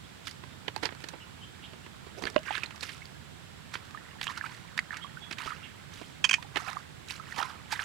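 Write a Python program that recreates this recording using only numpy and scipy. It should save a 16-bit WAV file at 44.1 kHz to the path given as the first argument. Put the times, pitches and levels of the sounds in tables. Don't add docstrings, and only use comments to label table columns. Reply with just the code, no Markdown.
import sys
import numpy as np
from scipy import signal
from scipy.fft import rfft, irfft
from scipy.io import wavfile
from scipy.ndimage import uniform_filter1d

SR = 44100
rng = np.random.default_rng(int(sys.argv[2]) if len(sys.argv) > 2 else 0)


def waveform_to_disk(signal):
    frames = np.transpose(np.atleast_2d(signal))
    scaled = np.clip(frames, -1, 1) * 32767
    samples = np.round(scaled).astype(np.int16)
    wavfile.write(sys.argv[1], SR, samples)


N = 345744

SQUELCH_EVENTS = [(.27, -31.5, .024, -14, 3), (.31, -42.5, 0.026, -17, 8), (.436, -38.5, 0.027, 5, -16),
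                  (.68, -23.5, 0.025, 4.5, -9.5), (.762, -27, 0.015, 5, 3.5), (.828, -25.5, 0.06, 5.5, -4),
                  (0.851, -26, 0.067, 0, -6), (.89, -30, 0.018, 1, -25), (0.922, -39, .033, 9, -15),
                  (1.039, -33, .03, 3.5, -1.5), (1.086, -35, 0.026, -2, 5.5), (1.134, -42, 0.057, 13, -24),
                  (1.732, -45, 0.037, 11.5, -4), (1.862, -40.5, 0.03, 6, -13),
                  (2.065, -46, 0.045, 12.5, -4), (2.221, -37.5, 0.03, 13, 2), (2.237, -26, .016, 8, -10),
                  (2.253, -28, 0.02, 6, -8), (2.264, -29.5, .084, -1, -10), (2.3, -40.5, 0.017, -8, 6.5),
                  (2.3615, -16.5, 0.016, 8, -17.5), (2.505, -33, 0.041, -5, -20),
                  (2.552, -22, 0.02, -16, -12), (2.578, -29, 0.024, -4.5, -2.5),
                  (2.634, -31.5, 0.046, -2, -2.5), (2.706, -35, .027, -6, -6), (2.759, -40, .017, -16, 1.5),
                  (2.807, -43, 0.028, -14, 13), (2.826, -30.5, 0.067, -2, 1.5),
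                  (2.888, -32.5, 0.068, -16, -8), (3.054, -45, 0.023, -12, 8), (3.737, -30, 0.049, -16, -3),
                  (3.753, -26, .027, -6.5, -25), (4.2127, -23.5, 0.02, -23, -7.5),
                  (4.229, -30.5, 0.019, -6, 1), (4.268, -22.5, .02, -16, -18),
                  (4.374, -36.5, 0.039, -11, 3.5), (4.776, -26.5, .023, -20, -2.5),
                  (4.7922, -27.5, .013, -30, 1), (4.941, -35, 0.027, -20, -25),
                  (4.968, -33, .03, -10, -1.5), (5.31, -29, 0.037, -1, -6), (5.325, -31, 0.038, -24, -1.5),
                  (5.383, -29, .032, -13, -9), (5.459, -33, 0.037, 5.5, -7), (6.012, -41.5, 0.045, 13, -12),
                  (6.425, -33, 0.023, -10, -6), (6.558, -20, .021, -1.5, -10),
                  (6.569, -18.5, 0.031, -2.5, -11.5), (7.107, -32.5, .014, 0, 6),
                  (7.361, -33, .025, -17, -5), (7.379, -37, 0.041, 9.5, 5.5), (7.43, -23, 0.0082, -3, -8.5),
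                  (7.712, -34, 0.019, -12, -11), (7.718, -31.5, 0.073, -14, 4.5),
                  (7.794, -30.5, 0.069, -18, -19)]
# [start_s, level_db, starting_pitch_hz]
LARGE_BUBBLES = [(.683, -21, 2930), (.763, -32, 840), (.853, -31, 833), (.856, -11, 4670),
                 (2.239, -29, 4400), (2.254, -26, 4350), (2.272, -20, 1670), (2.3618, -17, 1026),
                 (2.38, -28, 2800), (2.483, -32, 1110), (2.507, -19.5, 807), (2.552, -25, 3850),
                 (2.578, -30, 1520), (2.634, -16.5, 2410), (2.66, -30, 3980), (3.019, -37, 2110),
                 (3.947, -31, 1180), (3.974, -35, 1726), (4.279, -20, 3000), (4.288, -31, 1100),
                 (4.374, -29, 1380), (4.411, -22, 1630), (4.44, -26, 1250), (4.778, -21, 1730),
                 (4.7905, -7, 1910), (4.907, -25, 1700), (5.045, -33, 1100), (5.171, -34, 1460),
                 (5.476, -25.5, 1216), (5.506, -30, 1320), (5.52, -29, 1200), (6.245, -27.5, 990),
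                 (6.291, -26, 4830), (6.311, -31, 1026), (6.383, -36.5, 933), (6.447, -42, 800),
                 (6.565, -23.5, 840), (6.675, -35, 745), (6.681, -30, 2400), (6.769, -22.5, 1130),
                 (7.198, -33, 1250), (7.323, -29.5, 1790), (7.39, -28.5, 770), (7.403, -24, 900),
                 (7.427, -20, 1315), (7.727, -24, 840), (7.793, -17.5, 1660)]
# [peak_s, fade_t60_s, bubbling_db, bubble_pitch_hz, spray_db, backwash_delay_s, backwash_relative_db]
SLOSH_EVENTS = [(.28, 0.094, -56, 2500, -41, 0.041, -22), (.85, 0.065, -48, 1380, -43, 0.17, -14),
                (2.18, 0.24, -44, 480, -53.5, 0.05, -1.5), (2.471, 0.44, -40, 2090, -51, 0.072, 1),
                (2.84, 0.38, -54, 2000, -45.5, 0.082, -9), (3.75, 0.15, -45.5, 1550, -49, .1, -16),
                (4.241, 0.13, -58, 2200, -41, 0.29, -14), (4.3, .62, -43.5, 1514, -53, 0.15, -0.5),
                (4.93, 0.28, -41.5, 1660, -58, 0.13, -25), (5.399, 0.78, -43, 1670, -49.5, 0.078, -4),
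                (5.94, 0.82, -61, 1200, -52.5, .06, -5), (6.575, 0.26, -38, 1320, -44.5, 0.11, -1.5),
                (7.099, 0.28, -47.5, 1870, -42.5, 0.21, -10), (7.39, 0.31, -34.5, 1256, -43, .065, -8.5),
                (7.729, 0.19, -36, 1500, -40, 0.078, -8.5)]
# [peak_s, lower_pocket_db, upper_pocket_db]
SPURT_EVENTS = [(6.2434, -16, -12.5), (6.25, -25, -13), (6.2948, -14.5, -28), (6.312, -17, -16.5),
                (6.3318, -18, -19), (6.341, -13.5, -20)]
# [pitch_hz, width_hz, relative_db]
SOLE_GAP_MODES = [(1850, 340, 3), (2490, 155, 12), (2680, 200, -8), (2990, 43, 0), (4530, 600, -6),
                  (5400, 510, -6), (6150, 260, -2), (8400, 1500, -51)]
# [start_s, pitch_hz, right_level_db, roughness_0_to_1, left_minus_right_db]
BIRD_CHIRPS = [(.023, 3370, -53.5, 0.7, -6), (.497, 3510, -57, .7, -3), (1.195, 2920, -47, 0.52, -7),
               (1.41, 3080, -44, 0.4, -3), (1.621, 2980, -42, 0.9, -6.5), (1.824, 2900, -54, 0.53, -5),
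               (5.006, 3250, -39, 0.53, -23), (5.211, 3355, -37.5, 0.19, -21),
               (5.621, 2826, -40, 0.96, -17)]
# [frequency_hz, relative_db_per_hz]
THUD_COLOUR = [(80, -15), (200, -4.5), (330, 2.5), (600, -5), (1000, -4.5), (2500, -53)]
# [frequency_hz, relative_db_per_hz]
SMACK_COLOUR = [(300, -21), (700, -7), (1000, 3), (1800, 10.5), (3100, 4.5), (4200, -4), (8000, -51)]
# [frequency_hz, relative_db_per_hz]
SPIT_COLOUR = [(1500, -25), (3000, -1.5), (4500, 5.5), (6000, -2), (8000, -1), (11000, -7), (16000, -22)]
# [frequency_hz, relative_db_per_hz]
SPRAY_COLOUR = [(300, 2), (900, -7.5), (2500, -0.5), (5000, 0.5), (7500, 1), (11000, -2), (16000, -17)]
# [frequency_hz, relative_db_per_hz]
AIR_COLOUR = [(20, -42), (45, -13.5), (80, -1.5), (150, 2), (280, -7.5), (500, -13.5), (1250, -16),
              (1500, -14), (2500, -17.5), (3500, -17.5), (6200, -27.5), (9000, -30.5), (15500, -40.5)]
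# [frequency_hz, left_minus_right_db]
AIR_LEFT_BALANCE = [(20, -26), (80, -4), (170, -13.5), (380, -6), (1000, -4), (1500, -8), (3000, -6),
                    (8000, -4), (15000, -2.5)]
# [frequency_hz, left_minus_right_db]
WADER_LEFT_BALANCE = [(100, -2.5), (350, -25), (600, -46), (1200, -20.5), (2400, -14), (5000, -9.5),
                      (9000, -12.5), (15000, -7)]
# [frequency_hz, likeness_minus_1_to_1]
AIR_SIDE_LIKENESS = [(60, 0.87), (130, -0.011), (290, -0.33), (640, -0.39), (1400, 0.01), (15000, -0.03)]
# [time_s, shift_towards_left_db]
WADER_BEARING = [(.3, -5), (.8, -13.5), (2.3, -3), (2.6, -5.5), (3.7, 2), (4.4, 1.5), (4.8, 2.5), (5.4, 0),
                 (6.3, 1), (6.6, -5.5), (7.4, 1.5), (7.8, 1.5)]
# [time_s, level_db]
TRICKLE_LEVELS = [(0, -68.5), (1.05, -58.5), (1.5, -64.5), (2.3, -60), (2.7, -57.5), (3.4, -66.5),
                  (4.05, -56.5), (4.6, -58.5), (5.6, -59), (6.1, -64), (6.7, -60), (6.97, -69), (7.3, -51),
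                  (7.8, -59.5)]

AIR_DB = -46
WHINE_HZ, WHINE_WIDTH_HZ, WHINE_DB = 7540, 450, -66
CUTOFF_HZ = 15900
TIME = np.arange(SR * 6 // 10) / SR
CHIRP_S, CHIRP_WAVER_HZ = 0.053, 380
PUSH_SWELL_S, BACKWASH_SWELL_S, BACKWASH_FADE_S = 0.04, 0.09, 0.43
TICK_DB, TICK_SPREAD_DB, TICK_T60_S, TICK_WITHIN_S, TICK_SPIT_DB = -42, 3, 0.0136, 0.14, 0
BUBBLE_CYCLES, USUAL_BUBBLE_DB, BURST_DAMPING = 33.4, -24.5, 0.51
LONGEST_RING_S = 0.065
HEEL_S, HEEL_DB, HEEL_HZ, HEEL_T60_S = 2.3617, -12, 599, 0.059
LOWER_POCKET_HZ, UPPER_POCKET_HZ, POCKET_SCATTER = 2408, 3115, 0.02
FLUTTER_S, FLUTTER_DB = 0.004, -8.5


def from_db(db):
    return 10 ** (np.asarray(db) / 20)


def rms_one(x):
    return x / np.sqrt(np.mean(x ** 2) + 1e-20)


def fade(t, t60):
    return np.exp(-np.log(1000) * t / t60)


def surge(t, swell, t60, depth_db=24):
    growth = from_db(depth_db * np.minimum(t / swell - 1, 0))
    return np.minimum(growth, fade(np.maximum(t - swell, 0), t60))


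def add(track, s, sound):
    start = max(int(s * SR), 0)
    part = sound[:max(N - start, 0)]
    track[start:start + len(part)] += part


def over_time(points):
    return np.interp(np.arange(N) / SR, *np.transpose(points))


def per_bin(points, size):
    hz, value = np.transpose(points)
    return np.interp(np.log(np.fft.rfftfreq(size, 1 / SR) + 1), np.log(hz), value)


def colour(x, spectrum):
    size = x.shape[-1]
    gain = rms_one(from_db(per_bin(spectrum, size)))
    cepstrum = irfft(np.log(gain), size)
    cepstrum[1:size // 2] *= 2
    cepstrum[size // 2 + 1:] = 0
    return irfft(rfft(x) * np.exp(rfft(cepstrum)), size)


def resonate(x, hz, width_hz):
    r = np.exp(-np.pi * width_hz / SR)
    feed = np.array([1, 0, -1]) * (1 - r * r) / 2
    return signal.lfilter(feed, [1, -2 * r * np.cos(2 * np.pi * hz / SR), r * r], x)


def crackle(per_s, spread_db, size):
    strengths = from_db(spread_db * np.minimum(rng.exponential(1, size), 4))
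    snaps = strengths * rng.choice([-1, 1], size)
    return rms_one(snaps * (rng.random(size) < per_s / SR))


def bubble(t, hz, t60, rise, cycles_in=0.61):
    tone = np.sin(2 * np.pi * hz * t * (1 + rise * t / t60))
    return tone * fade(t, t60) * (1 - np.exp(-t * hz / cycles_in))


def froth(hz, octaves, cycles, spread_db, span, count, size):
    born = ((np.arange(count) + rng.uniform(0, 2, count)) * span / count).astype(int)[:, None]
    pitch, strength, damping = np.clip(rng.standard_normal((3, count, 1)), -2, 2)
    pitches = np.minimum(hz * 2 ** (octaves * pitch), CUTOFF_HZ)
    t60 = cycles / pitches * from_db(3 * damping)
    rings = from_db(spread_db * strength) * bubble(TIME[:size], pitches, t60, rise=0.16)
    places = born + np.arange(size)
    return rms_one(np.bincount(places.ravel(), rings.ravel(), span)[:span])


def air():
    mid, side = rfft(colour(rng.standard_normal((2, N)), AIR_COLOUR))
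    alike = np.clip(per_bin(AIR_SIDE_LIKENESS, N), -1, 1)
    shared = np.sqrt(1 + alike) * mid
    opposed = np.sqrt(1 - alike) * side * [[1], [-1]]
    pair = (shared + opposed) / np.sqrt(2)
    whine = rms_one(resonate(rng.standard_normal((2, N)), WHINE_HZ, WHINE_WIDTH_HZ))
    left, right = from_db(AIR_DB) * pair + from_db(WHINE_DB) * rfft(whine)
    return irfft(np.array([left * from_db(per_bin(AIR_LEFT_BALANCE, N)), right]), N)


def trickle(bubble_hz=1550):
    swarm = froth(bubble_hz, octaves=0.463, cycles=21.3, spread_db=3.0, span=N, count=2200, size=1024)
    return from_db(over_time(TRICKLE_LEVELS)) * swarm


def bird(echo_db=-4, echo_t60=0.38):
    left, right = np.zeros((2, N))
    for s, hz, db, rough, left_db in BIRD_CHIRPS:
        waver = rms_one(uniform_filter1d(rng.standard_normal(len(TIME)), size=40))
        phase = 2 * np.pi * np.cumsum(hz + rough * CHIRP_WAVER_HZ * waver) / SR
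        swell_and_fall = np.sin(np.pi * np.minimum(TIME / CHIRP_S, 1))
        chirp = from_db(db) * np.sin(phase) * swell_and_fall
        add(right, s, chirp)
        add(left, s, from_db(left_db) * chirp)
    tails = rng.standard_normal((2, len(TIME))) * fade(TIME, echo_t60)
    echoes = [signal.fftconvolve(side, tail / np.linalg.norm(tail))[:N]
              for side, tail in zip((left, right), tails)]
    return np.array([left, right]) + from_db(echo_db) * np.array(echoes)


def waves():
    rows = []
    for s, t60, bubbling_db, hz, spray_db, after, back_db in SLOSH_EVENTS:
        rows.append((s, PUSH_SWELL_S, t60, bubbling_db, hz, spray_db))
        rows.append((s + after, BACKWASH_SWELL_S, BACKWASH_FADE_S, bubbling_db + back_db, hz, spray_db + back_db))
    return rows


def sloshes(drop_hz=3300, drop_cycles=17, snap_db=-7):
    out, span = np.zeros(N), len(TIME)
    for s, swell, t60, bubbling_db, hz, spray_db in waves():
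        gulping = rms_one(uniform_filter1d(rng.standard_normal(span), size=400))
        gulps = from_db(3 * np.clip(gulping, -2, 1.5))
        swarm = froth(hz, octaves=0.435, cycles=20.5, spread_db=3.5, span=span, count=380, size=768)
        shallow = signal.butter(2, hz / 2, "high", fs=SR, output="sos")
        bubbling = from_db(bubbling_db) * signal.sosfilt(shallow, swarm)
        drops = froth(drop_hz, octaves=0.677, cycles=drop_cycles, spread_db=3.0, span=span, count=480, size=384)
        snaps = from_db(snap_db) * crackle(per_s=5900, spread_db=-10, size=span)
        spray = from_db(spray_db) * rms_one(colour(drops + snaps, SPRAY_COLOUR))
        add(out, s - swell, surge(TIME, swell, t60) * gulps * (bubbling + spray))
    return out


def tears():
    rows = list(SQUELCH_EVENTS)
    chances = rng.random((len(SQUELCH_EVENTS), 2))
    for (s, db, t60, thud_db, _), (late, strength) in zip(SQUELCH_EVENTS, chances):
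        tick_db = min(TICK_DB + TICK_SPREAD_DB * (2 * strength - 1), db - 12.5)
        rows.append((s + t60 + TICK_WITHIN_S * late, tick_db, TICK_T60_S, thud_db, TICK_SPIT_DB))
    return rows


def squelches(swell_share=0.13, spit_hz=5200, size=8192):
    out, t = np.zeros(N), TIME[:size]
    for s, db, t60, thud_db, spit_db in tears():
        swell = swell_share * t60
        shape = surge(t, swell, t60)
        thud, smack, snaps = [crackle(per_s=7000, spread_db=1.5, size=size) for _ in range(3)]
        drops = froth(spit_hz, octaves=0.464, cycles=13, spread_db=-1.0, span=size, count=300, size=256)
        parts = [(thud, THUD_COLOUR, thud_db - 11.0),
                 (smack, SMACK_COLOUR, -5),
                 (snaps + drops, SPIT_COLOUR, spit_db - 8)]
        sound = sum(from_db(part_db) * rms_one(colour(grains * shape, tone)) for grains, tone, part_db in parts)
        strength = from_db(db) * np.sqrt(np.mean(shape ** 2))
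        add(out, s - swell / 2, strength * sound)
    return out


def plops(rise=0.12):
    out, t = np.zeros(N), TIME[:SR // 8]
    for s, db, hz in LARGE_BUBBLES:
        ring_s = BUBBLE_CYCLES / hz * from_db(BURST_DAMPING * (USUAL_BUBBLE_DB - db))
        add(out, s, from_db(db) * bubble(t, hz, min(ring_s, LONGEST_RING_S), rise))
    add(out, HEEL_S, from_db(HEEL_DB) * bubble(t, HEEL_HZ, HEEL_T60_S, rise=0.061))
    return out


def squirts(leak_s=0.0028, rush_db=-27, ring_db=-20, ring_t60=0.11, pocket_db=-2, muffle_hz=8200, size=8192):
    out, t = np.zeros(N), TIME[:size]
    flaps = [(s + FLUTTER_S, lower_db + FLUTTER_DB, upper_db + FLUTTER_DB)
             for s, lower_db, upper_db in SPURT_EVENTS]
    for s, lower_db, upper_db in list(SPURT_EVENTS) + flaps:
        gains = from_db([lower_db, upper_db])
        scatter = 1 + POCKET_SCATTER * rng.standard_normal(2)
        pitches = np.array([LOWER_POCKET_HZ, UPPER_POCKET_HZ]) * scatter
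        spurt = surge(t, leak_s, 0.011)
        lingering = from_db(ring_db) * surge(t, leak_s, ring_t60)
        flow = crackle(per_s=7900, spread_db=-1.0, size=size) * (spurt + lingering)
        rush = rms_one(sum(from_db(mode_db) * resonate(flow, mode_hz, width)
                           for mode_hz, width, mode_db in SOLE_GAP_MODES))
        pockets = gains @ np.sin(2 * np.pi * np.outer(pitches, t)) * spurt
        add(out, s - leak_s, np.linalg.norm(gains) * from_db(rush_db) * rush + from_db(pocket_db) * pockets)
    return signal.sosfilt(signal.butter(3, muffle_hz, fs=SR, output="sos"), out)


def field(x, scatter_db=-17, scatter_t60=0.056, left_scatter_db=-21, build_s=0.008):
    t = TIME[:SR // 4]
    tails = rng.standard_normal((2, len(t))) * fade(t, scatter_t60) * (1 - np.exp(-t / build_s))
    left_tail, right_tail = [signal.fftconvolve(x, tail / np.linalg.norm(tail))[:N] for tail in tails]
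    balanced = irfft(rfft(x) * from_db(per_bin(WADER_LEFT_BALANCE, N)), N)
    left = from_db(over_time(WADER_BEARING)) * balanced + from_db(left_scatter_db) * left_tail
    right = x + from_db(scatter_db) * right_tail
    return from_db(5.5) * np.array([left, right])


def scene():
    wader = trickle() + sloshes() + squelches() + plops() + squirts()
    return air() + bird() + field(wader)


def record(dry):
    return signal.sosfiltfilt(signal.ellip(10, 0.05, 70, CUTOFF_HZ, fs=SR, output="sos"), dry)


dry = scene()
out = record(dry)
waveform_to_disk(out)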